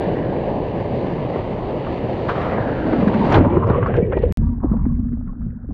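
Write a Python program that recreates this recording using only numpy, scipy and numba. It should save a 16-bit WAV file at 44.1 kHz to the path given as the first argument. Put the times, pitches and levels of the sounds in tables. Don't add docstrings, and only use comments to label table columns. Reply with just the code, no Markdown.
import sys
import numpy as np
from scipy import signal
from scipy.fft import rfft, irfft, next_fast_len
from scipy.io import wavfile
from scipy.ndimage import uniform_filter1d
from numba import njit

SR = 44100
rng = np.random.default_rng(int(sys.argv[2]) if len(sys.argv) > 2 else 0)


def output_pcm(signal):
    pcm = np.clip(np.atleast_2d(signal).T, -1, 1) * 32767
    wavfile.write(sys.argv[1], SR, np.round(pcm).astype(np.int16))


N = 252693
T = np.arange(N) / SR
DROPOUT_START_S, DROPOUT_END_S = 4.32434, 4.37276

# (time [s], level [dB])
WAKE_LEVEL = [(0.0, -24.5), (1.99, -27), (2.48, -24.5), (3.12, -23.5), (3.33, -20.5), (3.37, -18),
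              (3.45, -21), (3.5, -33.5), (4.33, -42.5)]
# (frequency [Hz], level [dB])
WAKE_TONE = [(15, -45.5), (25, -7), (70, -4.5), (128, 0), (231, -4), (558, -3.5), (968, -14.5), (1380, -26),
             (1790, -25.5), (2450, -33), (2950, -33.5), (3250, -39.5), (4700, -45.5), (5050, -56.5),
             (7500, -66.5), (9500, -85)]
# (time [s], gain [dB])
FIZZ_GAIN = [(0, 1), (.3, -0.5), (2.2, 4), (2.6, -2), (3.3, 3.5), (3.5, -3.5), (3.98, 5), (4.05, 5.5)]
# (time [s], level [dB], length [s])
FOAM_GUSHES = [(3.514, -23, 0.062), (3.595, -27, 0.047), (3.676, -23, .11), (3.817, -29.5, 0.17),
               (3.976, -31.5, 0.015), (4.225, -31, 0.0087)]
# (time [s], frequency [Hz])
PORT_DIP_HZ = [(0, 1280), (.4, 1320), (1.1, 1355), (1.4, 1620), (2.0, 1476), (2.3, 1490), (2.52, 1590),
               (2.66, 1184), (3.3, 1296), (3.5, 700), (3.9, 852), (4.02, 1410)]
# (time [s], frequency [Hz])
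FILM_CUTOFF = [(0, 13730), (3.35, 13600), (3.4, 3326), (4.32, 3320), (4.37, 2250), (5.73, 2050)]

# (time [s], level [dB])
SLOSH_LEVEL = [(2.9, -41.5), (3.3, -31.5), (3.45, -18), (4.03, -16), (4.06, -18), (4.3, -16.5),
               (4.55, -23.5), (4.9, -17.5), (5.23, -26), (5.37, -34.5), (5.73, -30.5)]
# (frequency [Hz], level [dB])
SLOSH_TONE = [(12, -38.5), (25, -6), (50, -6), (100, -11.5), (150, -15), (270, -25), (300, -38.5),
              (700, -52.5), (1000, -62), (1700, -58.5), (1900, -69), (2550, -68), (2750, -93.5)]
# (time [s], frequency [Hz])
SLOSH_LOW_EDGE = [(2.9, 65), (3.9, 93), (4.4, 51), (5.73, 9.2)]
# (time [s], level [dB])
SLOSH_LURCHES = [(3.355, -10), (4.39, -16.5), (5.26, -28.5), (5.42, -22.5), (5.69, -22.5)]
# (time [s], level [dB], pitch [Hz])
WATER_SLAPS = [(2.934, 1.5, 307), (2.982, -3, 224), (3.071, 1.5, 201), (3.145, -7, 214), (3.206, -3.5, 209),
               (3.358, -7.5, 610), (3.368, -6, 400), (3.382, 0.5, 300), (3.408, 9.5, 280), (3.466, 5, 230),
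               (3.523, -3.5, 368), (3.571, 1.5, 390), (3.701, 5, 191), (3.783, -6.5, 489),
               (3.979, 2.5, 379), (4.026, 0.5, 181), (4.128, -7, 535), (4.165, -4, 358), (4.237, -4, 482),
               (4.304, -9, 194), (4.368, -9.5, 152), (4.417, -11.5, 248), (4.643, -0.5, 292.4),
               (4.715, 1, 185), (4.864, -5, 240), (4.994, -15, 206.4), (5.132, -15.5, 235.6),
               (5.273, -19, 187), (5.468, -16, 207.5), (5.689, -19, 273.5)]

# (time [s], level [dB])
HOLLOW_LEVEL = [(2.88, -20.5), (3.27, -17.5), (3.47, -21.5), (3.49, -30), (3.7, -25), (4.3, -26),
                (4.6, -22), (5.1, -26.5), (5.73, -34)]
# (time [s], pitch [Hz])
HOLLOW_PITCH = [(2.95, 286.5), (3.02, 206.3), (3.25, 196.4), (3.38, 389.6), (3.47, 245.3), (3.53, 369),
                (3.78, 471), (3.95, 445), (4.3, 456), (4.38, 233.5), (5.73, 238.5)]
# (time [s], level [dB])
POCKET_LEVEL = [(0, -46), (.22, -42.5), (.4, -59.5), (2.26, -54.5), (2.36, -45), (2.62, -35.5),
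                (2.9, -38.5), (3.3, -25.5), (3.47, -25.5), (3.6, -37), (3.67, -24.5), (3.77, -24.5),
                (3.79, -35.5), (3.9, -35.5), (4.11, -71.5), (4.58, -58), (4.68, -41.5), (4.87, -48),
                (4.96, -58.5), (5.73, -64)]
# (time [s], pitch [Hz])
POCKET_PITCH = [(.3, 1700), (2.28, 1497), (2.35, 1810), (2.54, 1880), (2.62, 1604), (2.85, 1556),
                (3.1, 997), (3.5, 940), (3.75, 1194), (3.87, 1183), (3.9, 1617), (4.2, 1856), (4.4, 1014),
                (4.9, 1057), (5.4, 1435)]
# (time [s], level [dB])
POCKET_GURGLES = [(2.292, -27), (3.375, -20.5), (3.528, -21.5), (3.569, -24), (3.63, -19.5), (3.854, -29.5),
                  (4.13, -40), (4.629, -34)]

# (time [s], level [dB])
SPRAY_LEVEL = [(2.28, -61), (2.31, -47), (2.45, -45), (2.55, -49.5), (2.9, -56), (3.2, -63), (3.3, -42.5),
               (3.37, -40), (3.4, -51.5), (3.65, -70.5)]
# (frequency [Hz], level [dB])
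SPRAY_TONE = [(410, -30.5), (700, 1.5), (1300, 2), (2400, -15), (4000, -27), (5000, -36.5), (7500, -52),
              (10500, -65), (13000, -96)]
# (time [s], level [dB])
SPRAY_VOLLEYS = [(2.292, -36.5), (2.315, -43), (2.93, -43.5), (3.079, -43), (3.14, -43), (3.01, -50.5),
                 (3.25, -40.5), (3.323, -35), (3.343, -32), (3.356, -32), (3.383, -41.5)]
# (time [s], level [dB], rough pitch [Hz])
PORT_SPURTS = [(1.358, -13, 696), (2.582, -11, 700), (2.864, -19, 923), (2.93, -18.5, 755),
               (3.369, -5, 890), (3.446, -6.5, 703), (3.699, -13, 990), (3.825, -15.5, 1170),
               (3.858, -15, 1150), (3.891, -13.5, 744), (3.938, -19, 1490), (4.122, -16.5, 1450),
               (4.171, -16, 708), (4.632, -19.5, 700), (4.649, -23, 597), (4.696, -34.5, 950),
               (4.731, -18, 584), (4.764, -31, 940), (4.851, -31.5, 1074), (4.986, -39, 600),
               (5.17, -36.5, 547), (5.293, -40.5, 600), (5.703, -34, 750)]
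# (time [s], level [dB], rough pitch [Hz])
DROP_TICKS = [(1.865, -21.5, 1180), (2.69, -24, 1500), (3.341, -18, 2900), (3.965, -29, 2480),
              (4.232, -41, 2960), (3.3044, -49, 7100), (3.3227, -35.5, 5470), (3.671, -51, 4880),
              (3.696, -42.5, 3800), (3.866, -51, 4200), (3.963, -51, 5200), (4.166, -38, 2780),
              (4.186, -48, 3700), (4.221, -53, 4000), (4.281, -53, 3400), (4.457, -60.5, 4100),
              (4.488, -55, 2050), (4.73, -62, 3000), (4.718, -34, 1300), (4.763, -48.5, 1796),
              (4.83, -54, 2100), (4.95, -52.5, 1900), (5.082, -46.5, 1500), (5.127, -48, 1600),
              (5.21, -48, 900), (5.274, -41, 1400), (5.328, -45, 1050), (5.374, -50, 1000),
              (5.414, -44, 1390), (5.502, -51, 1750)]

# (time [s], level [dB], length [s], pitch [Hz])
SINGING_BUBBLES = [(3.491, -45, 0.043, 2320), (3.72, -40.5, 0.097, 1134), (3.852, -23.5, 0.017, 1117),
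                   (3.938, -36, 0.044, 1567), (4.014, -45, 0.043, 1926), (4.017, -45, 0.03, 2290),
                   (4.148, -42, 0.063, 1906), (4.125, -46, 0.055, 2370), (4.417, -48.5, 0.12, 950),
                   (4.421, -48, 0.077, 1154), (4.694, -46.5, 0.15, 962), (5.266, -53.5, 0.038, 1094)]
# (time [s], level [dB])
CRACKLE_LEVEL = [(3.4, -42.5), (4.3, -46.5), (4.45, -43), (4.9, -53.5), (5.73, -53.5)]
# (time [s], pitch [Hz])
CRACKLE_PITCH = [(3.4, 2690), (4.3, 2620), (4.4, 780), (5.73, 814)]


def wake():
    bursts = impacts(per_s=20000, scatter_db=1.8)
    foam = port_dip(texture(bursts, WAKE_TONE, (450, 900), swell_db=.5 * wander(45), flicker_db=1.2))
    body = signal.sosfiltfilt(signal.butter(3, 1300, fs=SR, output="sos"), foam)
    fizz = undb(follow(FIZZ_GAIN)) * (foam - body)
    gushes = surges(*np.transpose(FOAM_GUSHES), rise_db_s=795.5, fall_db_s=599.5)
    return np.hypot(loudness(WAKE_LEVEL), gushes) * (body + fizz)


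def slosh():
    shoves = impacts(per_s=3000, scatter_db=1.0)
    rumble = texture(shoves, SLOSH_TONE, (25, 150), swell_db=0.52 * wander(24), flicker_db=0.93)
    band, low = band_and_low(rumble, follow(SLOSH_LOW_EDGE), 0.99)
    heave = rumble - band - low
    lurches = surges(*np.transpose(SLOSH_LURCHES), hold_s=0.039, rise_db_s=352, fall_db_s=126)
    return np.hypot(loudness(SLOSH_LEVEL), lurches) * heave


def slaps():
    out, t = np.zeros(N), np.arange(8192) / SR
    soft_push = (1 - np.exp(-t / 0.0011)) ** 2
    for start, db, hz in WATER_SLAPS:
        ring_s = np.clip(0.038 * undb(-0.54 * db), .008, .15)
        ring = np.sin(2 * np.pi * hz * t * (1 + 0.22 * t)) * np.exp(-np.log(1000) * t / ring_s)
        add_at(out, start, undb(db) * soft_push * ring)
    return out


def door_hollow():
    starts, slap_db, slap_hz = np.transpose(WATER_SLAPS)
    octaves_apart = np.abs(np.log2(slap_hz / follow(HOLLOW_PITCH, starts)))
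    glug_db = -16.5 + 0.53 * slap_db - 8 * octaves_apart
    glugs = surges(starts, glug_db, hold_s=0.0066, rise_db_s=1400, fall_db_s=520.5)
    ring = trapped_air(HOLLOW_PITCH, kicks_per_s=1200, damping=0.26, tremble=0.044)
    deep_ring = unit(bandpass(ring, follow(HOLLOW_PITCH), 0.14))
    return np.hypot(loudness(HOLLOW_LEVEL), glugs) * np.where(T < DROPOUT_END_S, ring, deep_ring)


def air_pocket():
    gurgles = surges(*np.transpose(POCKET_GURGLES), hold_s=0.0018, rise_db_s=898, fall_db_s=297)
    ring = trapped_air(POCKET_PITCH, kicks_per_s=1500, damping=0.2, tremble=.03)
    return np.hypot(loudness(POCKET_LEVEL), gurgles) * ring


def spurts():
    out, t = np.zeros(N), np.arange(4096) / SR
    shape = (1 - np.exp(-t / 0.0012)) ** 2 * np.exp(-t / 0.0082)
    for start, db, hz in PORT_SPURTS:
        burst = bandpass(rng.standard_normal(len(t)), hz, 0.71)
        burst = lowpass(burst, 1.8 * hz, 6.6)
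        burst = lowpass(burst, 1.52 * hz, 1.4)
        add_at(out, start, undb(db) * shape * unit(burst))
    return out


def spray():
    droplets = impacts(per_s=20000, scatter_db=0.39)
    mist = texture(droplets, SPRAY_TONE, (2400, 6000), swell_db=1.2 * wander(60.03), flicker_db=1.0)
    volleys = surges(*np.transpose(SPRAY_VOLLEYS), hold_s=0.0053, rise_db_s=1504.5, fall_db_s=699.5)
    return port_dip(np.hypot(loudness(SPRAY_LEVEL), volleys) * mist)


def drop_ticks(decay_s=0.003):
    out, t = np.zeros(N), np.arange(1024) / SR
    shape = t / decay_s * np.exp(1 - t / decay_s)
    for start, db, hz in DROP_TICKS:
        hiss = rng.standard_normal(len(t))
        for _ in range(3):
            hiss = bandpass(hiss, hz, 0.71)
        hiss = lowpass(hiss, 1.3 * hz, 0.87)
        hiss = lowpass(hiss, 1.2 * hz, 1.8)
        add_at(out, start, undb(db) * shape * unit(hiss) / 2)
    return out


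def singing_bubbles(fade_s=0.0099):
    out, t = np.zeros(N), np.arange(16384) / SR
    for start, db, length, hz in SINGING_BUBBLES:
        noises = rng.standard_normal((2, len(t)))
        pitch_waver, level_waver = [unit(uniform_filter1d(noise, size=300)) for noise in noises]
        tone = np.sin(2 * np.pi * np.cumsum(hz * (1 + .007 * pitch_waver)) / SR)
        fade = np.clip(np.minimum(t, length + fade_s - t) / fade_s, 0, 1)
        add_at(out, start, undb(db + 4.9 * level_waver) * fade * tone)
    return out


def bubble_crackle(count=600):
    out, t = np.zeros(N), np.arange(2048) / SR
    first_s = CRACKLE_LEVEL[0][0]
    for when, highness, faintness in rng.random((count, 3)):
        start = first_s + when * (N / SR - first_s)
        pitch_spread = 1.5 if start < DROPOUT_START_S else 2.4
        cycles = t * follow(CRACKLE_PITCH, start) * pitch_spread ** (2 * highness - 1)
        pop = (cycles / 0.59) ** 2 * np.exp(-cycles / 0.89) * np.sin(2 * np.pi * cycles)
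        db = -3.2 * np.log(faintness + 0.0035) - 15 * highness
        add_at(out, start, undb(db) * pop)
    return loudness(CRACKLE_LEVEL) * out


def trapped_air(pitch, kicks_per_s, damping, tremble):
    hz = follow(pitch) * (1 + tremble * wander(25))
    kicks = impacts(kicks_per_s, scatter_db=3.3) * undb(1.2 * wander(40))
    ring = bandpass(kicks, hz, damping)
    ring = bandpass(ring, hz, 3 * damping)
    ring = lowpass(ring, 1.01 * hz, 1.0)
    return unit(lowpass(ring, 1.2 * hz, 1.0))


def port_dip(sound, depth=0.6):
    return sound - depth * bandpass(sound, follow(PORT_DIP_HZ), 0.36)


def water_film(sound):
    for damping in (1.93, 1.41, .52):
        sound = lowpass(sound, follow(FILM_CUTOFF), damping)
    return sound


def impacts(per_s, scatter_db):
    hits = rng.random(N) < per_s / SR
    return hits * rng.standard_normal(N) * undb(scatter_db * np.minimum(rng.exponential(size=N), 3.5))


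def texture(source, tone, anchor_hz, swell_db, flicker_db):
    hz, db = np.transpose(tone)
    size = next_fast_len(N)
    freqs = np.maximum(np.arange(size // 2 + 1) * SR / size, 1.)
    spectrum = rfft(source, size) * undb(np.interp(np.log(freqs), np.log(hz), db, left=-120, right=-120))
    anchor = (freqs > anchor_hz[0]) & (freqs < anchor_hz[1])
    spectrum /= np.std(irfft(spectrum * anchor, size))
    out = 0
    for step in range(int(2 * np.log2(hz[0])), int(2 * np.log2(hz[-1])) + 2):
        share = np.clip(1 - np.abs(2 * np.log2(freqs) - step), 0, 1)
        flicker = undb(swell_db + flicker_db * wander(14))
        out = out + irfft(spectrum * share, size)[:N] * unit(flicker)
    return out


def surges(starts, db, hold_s, rise_db_s, fall_db_s):
    t = T[::32, None]
    below_peak_db = rise_db_s * np.maximum(starts - t, 0) + fall_db_s * np.maximum(t - starts - hold_s, 0)
    power = np.sum(undb(db - below_peak_db) ** 2, axis=1)
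    return np.interp(T, t[:, 0], np.sqrt(power))


def wander(per_s):
    hold = max(int(SR / per_s), 2)
    steps = np.repeat(rng.standard_normal(N // hold + 1), hold)
    return unit(uniform_filter1d(uniform_filter1d(steps, hold), hold)[:N])


def loudness(table):
    times, db = np.transpose(table)
    return undb(np.interp(T, times, db, right=-200) - 200 * np.clip(times[0] - T, 0, 1))


@njit
def band_and_low(sound, hz, damping):
    band, low = np.empty(len(sound)), np.empty(len(sound))
    band_memory, low_memory = 0., 0.
    for i in range(len(sound)):
        tuning = np.tan(np.pi * hz[i] / SR)
        swing = (band_memory + tuning * (sound[i] - low_memory)) / (1 + tuning * (tuning + damping))
        band[i], low[i] = damping * swing, low_memory + tuning * swing
        band_memory, low_memory = 2 * swing - band_memory, low_memory + 2 * tuning * swing
    return band, low


def bandpass(sound, hz, damping):
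    return band_and_low(sound, hz * np.ones(len(sound)), damping)[0]


def lowpass(sound, hz, damping):
    return band_and_low(sound, hz * np.ones(len(sound)), damping)[1]


def follow(table, times=T):
    return np.interp(times, *np.transpose(table))


def add_at(out, start_s, sound):
    i = int(start_s * SR)
    out[i:i + len(sound)] += sound[:N - i]


def undb(db):
    return 10 ** (np.asarray(db) / 20)


def unit(x):
    return x / np.sqrt(np.mean(x ** 2))


def scene():
    sea = wake() + slosh() + door_hollow() + air_pocket() + slaps() + spurts()
    bubbles = singing_bubbles() + bubble_crackle()
    return (water_film(sea + bubbles) + spray() + drop_ticks())[None]


def record(dry, snap_db=-18, snap_s=0.0012, top_hz=15676):
    sound = np.tanh(0.81 * dry) / 0.89 + undb(-94.0) * rng.standard_normal(N)
    from_edge_s = np.minimum(np.abs(T - DROPOUT_START_S), np.abs(T - DROPOUT_END_S))
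    sound += np.exp(-from_edge_s / snap_s) * (undb(snap_db) - sound)
    sound *= (T < DROPOUT_START_S) | (T > DROPOUT_END_S)
    return signal.sosfilt(signal.ellip(8, .2, 70, top_hz, fs=SR, output="sos"), sound)


dry = scene()
out = record(dry)
output_pcm(out)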